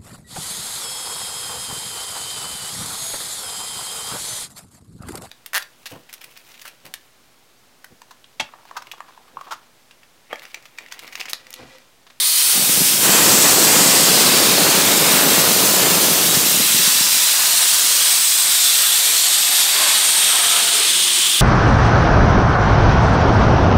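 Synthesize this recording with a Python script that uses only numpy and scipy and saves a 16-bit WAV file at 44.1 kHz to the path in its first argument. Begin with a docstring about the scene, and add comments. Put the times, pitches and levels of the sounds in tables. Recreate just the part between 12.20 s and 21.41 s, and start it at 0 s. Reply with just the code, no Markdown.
"""A close, bright hiss of air rushing out of small metal fittings on a sheet-metal tank, in one microphone.
Jets and a duller rush are noise shaped over frequency and time; three broad pipe resonances drift in the jets.
For a few seconds the stream buffets the microphone: random pulses sound as thuds and flutter.
Now and then an edge in a fitting whistles: noise in a narrow, gliding resonance."""
import sys
import numpy as np
from scipy import signal
from scipy.io import wavfile
from scipy.ndimage import uniform_filter1d

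SR = 44100
rng = np.random.default_rng(int(sys.argv[2]) if len(sys.argv) > 2 else 0)


def store_pcm(level_fs):
    """Save levels as 16-bit WAV."""
    pcm = np.round(np.clip(level_fs, -1, 1) * 32767).astype(np.int16)
    wavfile.write(sys.argv[1], SR, np.atleast_2d(pcm).T)


def invert_db(level):
    """Linear amplitude ratio for a level in decibels (20 dB per decade), elementwise."""
    return 10 ** (np.asarray(level, dtype=float) / 20)


N = 406161
FRAME, HOP = 1024, 256  # short-time spectra, samples


def evened(x):
    """Scales to rms 1."""
    return x / np.sqrt(np.mean(abs(x) ** 2) + 1e-20)


def read(points, hz):
    """A spectrum at the given frequencies, straight on a log axis."""
    point_hz, value = np.transpose(points)
    return np.interp(np.log(hz + 1), np.log(point_hz + 1), value)


def curves(rows, t):
    """The columns of a time table, interpolated at the given times."""
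    s, *columns = np.transpose(rows)
    return [np.interp(t, s, column) for column in columns]


def drift(count, span):
    """Slow chance of rms 1 that changes over about span steps."""
    smooth = uniform_filter1d(rng.standard_normal(count), span)
    return evened(uniform_filter1d(smooth, span))


def patches(shape, bins, frames):
    """Random blotches over frequency and time, rms 1."""
    field = rng.standard_normal(shape[::-1]).T
    field = uniform_filter1d(field, bins, 0)
    return evened(uniform_filter1d(field, frames, 1))


def spectral_axes():
    """Bin frequencies in Hz (as a column) and frame times in s."""
    hz = np.fft.rfftfreq(FRAME, 1 / SR)[:, None]
    return hz, np.arange(N // HOP + 5) * HOP / SR


def noise(field_db):
    """Random short-time spectra under a dB field of bins x frames; bin powers add up to the power heard."""
    a, b = rng.standard_normal((2,) + field_db.shape[::-1])
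    spectra = (a + 1j * b).T
    flat = signal.istft(spectra, nperseg=FRAME, noverlap=FRAME - HOP)[1]
    shaped = signal.istft(spectra * invert_db(field_db), nperseg=FRAME, noverlap=FRAME - HOP)[1][:N]
    return shaped * np.sqrt(FRAME / 2) / flat.std()


def causal(points, size=4096):
    """Minimum-phase pulse: the most compact causal one with the given spectrum."""
    gain_db = read(points, abs(np.fft.fftfreq(size, 1 / SR)))
    log_gain = np.log(invert_db(np.maximum(gain_db, -100)))
    spectrum = np.exp(np.conj(signal.hilbert(log_gain)))
    return np.fft.ifft(spectrum).real[:size // 2]


def jets(patchy_db=0.57, flicker_db=0.58, ripple_db=1.5, knee_hz=10500):
    """Turbulent hiss; each pipe resonance lifts a band around its drifting centre."""
    # Jet power below the knee. Each row: time in seconds, level in dB.
    jet_level = [(0.0, -17), (0.36, -15.5), (0.42, -16.5), (0.68, -15), (0.76, -17), (0.92, -13.5),
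                 (1.7, -13), (2.7, -15.5), (4.2, -16), (4.45, -15.5), (6.05, -15), (6.28, -15.5),
                 (6.36, -14.5), (7.3, -16), (7.41, -13), (7.46, -16.5), (7.64, -15.5), (9.0, -15),
                 (9.21, -17)]
    # Jet spectrum. Each row: frequency in Hz, relative density in dB per Hz.
    jet_colour = [(35, -72), (60, -50), (200, -17), (500, -27), (1000, -10.5), (2200, -4), (3000, 0),
                  (6000, 2), (10500, 3.5), (15600, 7.5)]
    # Shelf above the knee. Each row: time in seconds, gain in dB.
    treble = [(0.0, -3), (0.75, -7), (0.95, -6.5), (1.7, -8.5), (2.4, -8.5), (2.8, -7), (4.7, -7.5),
              (5.5, -8), (7.9, -11.5), (8.2, -13), (8.8, -14), (9.21, -11)]
    # Three resonances, low to high. Each row of each: time in seconds, centre in Hz, lift in dB.
    pipes = [
        [(0.0, 4200, 8.5), (0.5, 4500, 2), (1.7, 4450, 4), (2.3, 4300, 6), (2.7, 4250, 3.5), (4.3, 4050, 4),
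         (5.9, 3930, 4.5), (7.1, 3950, 7), (8.2, 3620, 7.5), (9.21, 3470, 8.5)],
        [(0.0, 9400, 7.5), (0.78, 9300, 3), (0.9, 7600, 5), (1.7, 7900, 5.5), (2.3, 8800, 1.5), (4.3, 8700, 2),
         (5.9, 8400, 5), (7.1, 8200, 6), (7.5, 8500, 4.5), (7.95, 8750, 7.5), (8.5, 8700, 6.5), (9.21, 8850, 6)],
        [(0.0, 12500, 1), (0.78, 12500, 3.5), (0.95, 12200, 4.5), (2.3, 12450, 4), (2.7, 12460, 1),
         (4.7, 12490, 1.5), (5.9, 12400, 3), (6.7, 12100, 7), (8.2, 12000, 7), (8.8, 12100, 2),
         (9.21, 12100, 3)],
    ]
    # Offset from each centre at which the lift has halved, in Hz.
    pipe_widths_hz = [1130, 1260, 1000]
    # Place of each narrow core, as a share of the centre frequency.
    core_places = [0.89, 1.006, 0.96]
    core_from_db, core_db_per_db, core_width_share = 5, 1.3, 0.25

    hz, t = spectral_axes()
    treble_db = curves(treble, t)[0]
    field_db = read(jet_colour, hz) + treble_db / (1 + (knee_hz / (hz + 1)) ** 12)
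    for pipe, width_hz, place in zip(pipes, pipe_widths_hz, core_places):
        centre_hz, lift_db = curves(pipe, t)
        field_db += lift_db / (1 + ((hz - centre_hz) / width_hz) ** 2)
        # a strongly driven resonance locks to the jet and grows a narrow core
        core_db = core_db_per_db * np.maximum(lift_db - core_from_db, 0)
        core_width_hz = core_width_share * width_hz
        field_db += core_db / (1 + ((hz - place * centre_hz) / core_width_hz) ** 2)
    # the resonances share out the jet's power below the knee, they add none
    power = np.sum(invert_db(2 * field_db) * (hz < knee_hz), axis=0)
    field_db += curves(jet_level, t)[0] - 10 * np.log10(power)
    field_db += patchy_db * patches(field_db.shape, bins=12, frames=20)
    field_db += flicker_db * drift(len(t), span=3)
    # a fine random ripple over frequency that shifts slowly
    field_db += ripple_db * patches(field_db.shape, bins=3, frames=50)
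    return noise(field_db)


def rush(patchy_db=1.0, flicker_db=1.0, ripple_db=1.9, swell_db=1.02):
    """Duller air spreading over the tank wall: smooth midrange noise with its own slow swell."""
    # Level of the rush. Each row: time in seconds, level in dB.
    rush_level = [(0.0, -35), (0.4, -30), (0.76, -31.5), (0.9, -21), (1.5, -20), (1.8, -24.5), (2.1, -21),
                  (2.5, -23.5), (3.15, -21.5), (3.4, -23), (4.1, -25), (4.4, -28), (5.2, -27.5), (6.3, -30),
                  (7.25, -27.5), (7.52, -25.5), (7.63, -22), (7.8, -25), (8.25, -23.5), (8.55, -25.5),
                  (8.7, -29), (9.21, -31)]
    # Spectrum of the rush. Each row: frequency in Hz, relative density in dB per Hz.
    rush_colour = [(60, -61), (250, -12.5), (500, -6), (1000, 1), (1800, 1.5), (2600, 1.5), (4000, -4.5),
                   (8000, -29)]

    hz, t = spectral_axes()
    field_db = read(rush_colour, hz) + flicker_db * drift(len(t), span=4)
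    field_db += swell_db * drift(len(t), span=16)
    field_db += patchy_db * patches(field_db.shape, bins=8, frames=10)
    field_db += ripple_db * patches(field_db.shape, bins=2, frames=60)
    level_db = curves(rush_level, np.arange(N) / SR)[0]
    return evened(noise(field_db)) * invert_db(level_db)


def buffet(full_db=-22, puff_s=0.0006):
    """Eddies of random size and sign push on the diaphragm in gusts; a few arrive alone as short puffs."""
    # Air stream over the microphone. Each row: time in seconds, large-eddy level in dB.
    stream = [(0.0, -59), (0.31, -63), (0.35, -32.5), (0.78, -32), (0.86, -23.5), (2.1, -23.5),
              (3.1, -23.5), (4.1, -26), (4.4, -31.5), (4.85, -42), (5.05, -47), (6.2, -55), (7.2, -57),
              (8.7, -47), (9.21, -48)]
    # Single eddies at the edge of the stream. Each row: start in seconds, peak in dB.
    puff_rows = [(0.394, -22), (0.494, -18), (0.574, -17), (0.607, -17), (0.616, -13.5), (0.739, -21),
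                 (4.17, -13), (4.372, -21), (4.405, -27), (4.457, -34), (4.545, -18), (4.593, -25),
                 (4.675, -23), (4.808, -23)]
    # Large eddies. Each row: frequency in Hz, relative density in dB per Hz.
    thud_colour = [(15, -39), (30, -31), (60, -28), (130, -5.5), (190, -0.5), (300, -4), (550, -10),
                   (1500, -21), (5000, -77)]
    # Small eddies. Each row: frequency in Hz, relative density in dB per Hz.
    flutter_colour = [(60, -60.5), (150, -9), (300, -2.5), (550, -5), (800, -9), (1500, -12), (2500, -19.5),
                      (8000, -100)]
    eddies_per_s, spread_db, thinning_db_per_db = 1200, 2.0, 0.35
    gust_db, edge_gust_db_per_db = 0.63, 0.13
    flutter_db, flutter_growth_db_per_db = 0.5, 1.0

    t = np.arange(N) / SR
    stream_db = curves(stream, t)[0]
    size = invert_db(spread_db * np.minimum(rng.exponential(1, N), 4))
    # eddies thin out towards the edge of the stream
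    density = invert_db(thinning_db_per_db * np.clip(stream_db - full_db, -20, 0))
    arrives = rng.random(N) < density * eddies_per_s / SR
    eddies = size * rng.choice([-1., 1.], N) * arrives / np.sqrt(density)
    # the edge of the stream is gustier than its middle
    depth_db = gust_db + edge_gust_db_per_db * np.clip(full_db - stream_db, 0, 15)
    strength = invert_db(stream_db + depth_db * drift(N, span=400))
    # small eddies grow faster than large ones as the stream strengthens
    small = invert_db(flutter_db + flutter_growth_db_per_db * (stream_db - full_db))
    thud, flutter = causal(thud_colour), causal(flutter_colour)
    out = np.zeros(N)
    for share, push in ((1, thud), (small, flutter)):
        pushes = signal.oaconvolve(eddies * strength * share, push)[:N]
        out += pushes / (eddies.std() * np.linalg.norm(push))

    puffs = np.zeros(N)
    for (s, peak_db), sign in zip(puff_rows, rng.choice([-1., 1.], len(puff_rows))):
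        puffs += sign * invert_db(peak_db) * np.exp(-abs(t - s - puff_s) / puff_s) * (t > s)
    # scaled so that a lone puff reaches its peak level
    puff_shape = np.exp(-abs(t[:200] - puff_s) / puff_s)
    puff_push = thud / abs(np.convolve(thud, puff_shape)).max()
    return out + signal.oaconvolve(puffs, puff_push)[:N]


def whistle(start_s, end_s, first_hz, last_hz, width_hz, level_db):
    """Edge whistle: noise in a narrow resonance that glides evenly, fading in and out."""
    fade_s, waver_db, steadiness = 0.19, 0.5, 0.13
    t = np.arange(N) / SR
    hz = np.interp(t, [start_s, end_s], [first_hz, last_hz])
    r = np.exp(-np.pi * width_hz / SR)
    a, b = rng.standard_normal((2, N))
    waver = signal.lfilter([1 - r], [1, -r], a + 1j * b)
    waver = evened(signal.lfilter([1 - r], [1, -r], waver))
    waver /= (abs(waver) + 1e-3) ** steadiness  # the edge holds the tone's strength
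    tone = np.sqrt(2) * (waver * np.exp(2j * np.pi * np.cumsum(hz) / SR)).real
    fade = np.clip(np.minimum(t - start_s, end_s - t) / fade_s, 0, 1)
    return tone * fade * invert_db(level_db + waver_db * drift(N, span=6000))


def scene():
    """All sources at one microphone: both channels alike."""
    # Each row: start in seconds, end in seconds, first Hz, last Hz, width in Hz, nominal level in dB.
    whistle_rows = [(2.5, 4.897, 13200, 12750, 300, -27), (4.997, 8.2, 712, 699, 45, -49.5),
                    (8.0, 8.752, 696, 693, 45, -40), (8.399, 8.754, 476, 395, 120, -36),
                    (8.6, 9.4, 352, 358, 30, -45)]
    mono = jets() + rush() + buffet()
    mono = mono + sum(whistle(*row) for row in whistle_rows)
    return np.tile(mono, (2, 1))


def roll_off(x):
    """The treble ends steeply here."""
    return signal.sosfilt(signal.butter(12, 16920, fs=SR, output="sos"), x)


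def record(dry):
    """The input stage rounds off the highest peaks; then low cut and band limit."""
    ceiling, low_cut_hz, edge_hz = 0.67, 50, 15700
    rounded = dry / (1 + abs(dry / ceiling) ** 6) ** (1 / 6)
    low_cut = signal.butter(2, low_cut_hz, "high", fs=SR, output="sos")
    cut = signal.sosfilt(low_cut, rounded)
    limit = signal.firwin(511, edge_hz, window=("kaiser", 9), fs=SR)
    mix = signal.oaconvolve(cut, limit[None], "same")
    return roll_off(mix)


dry = scene()
out = record(dry)
store_pcm(out)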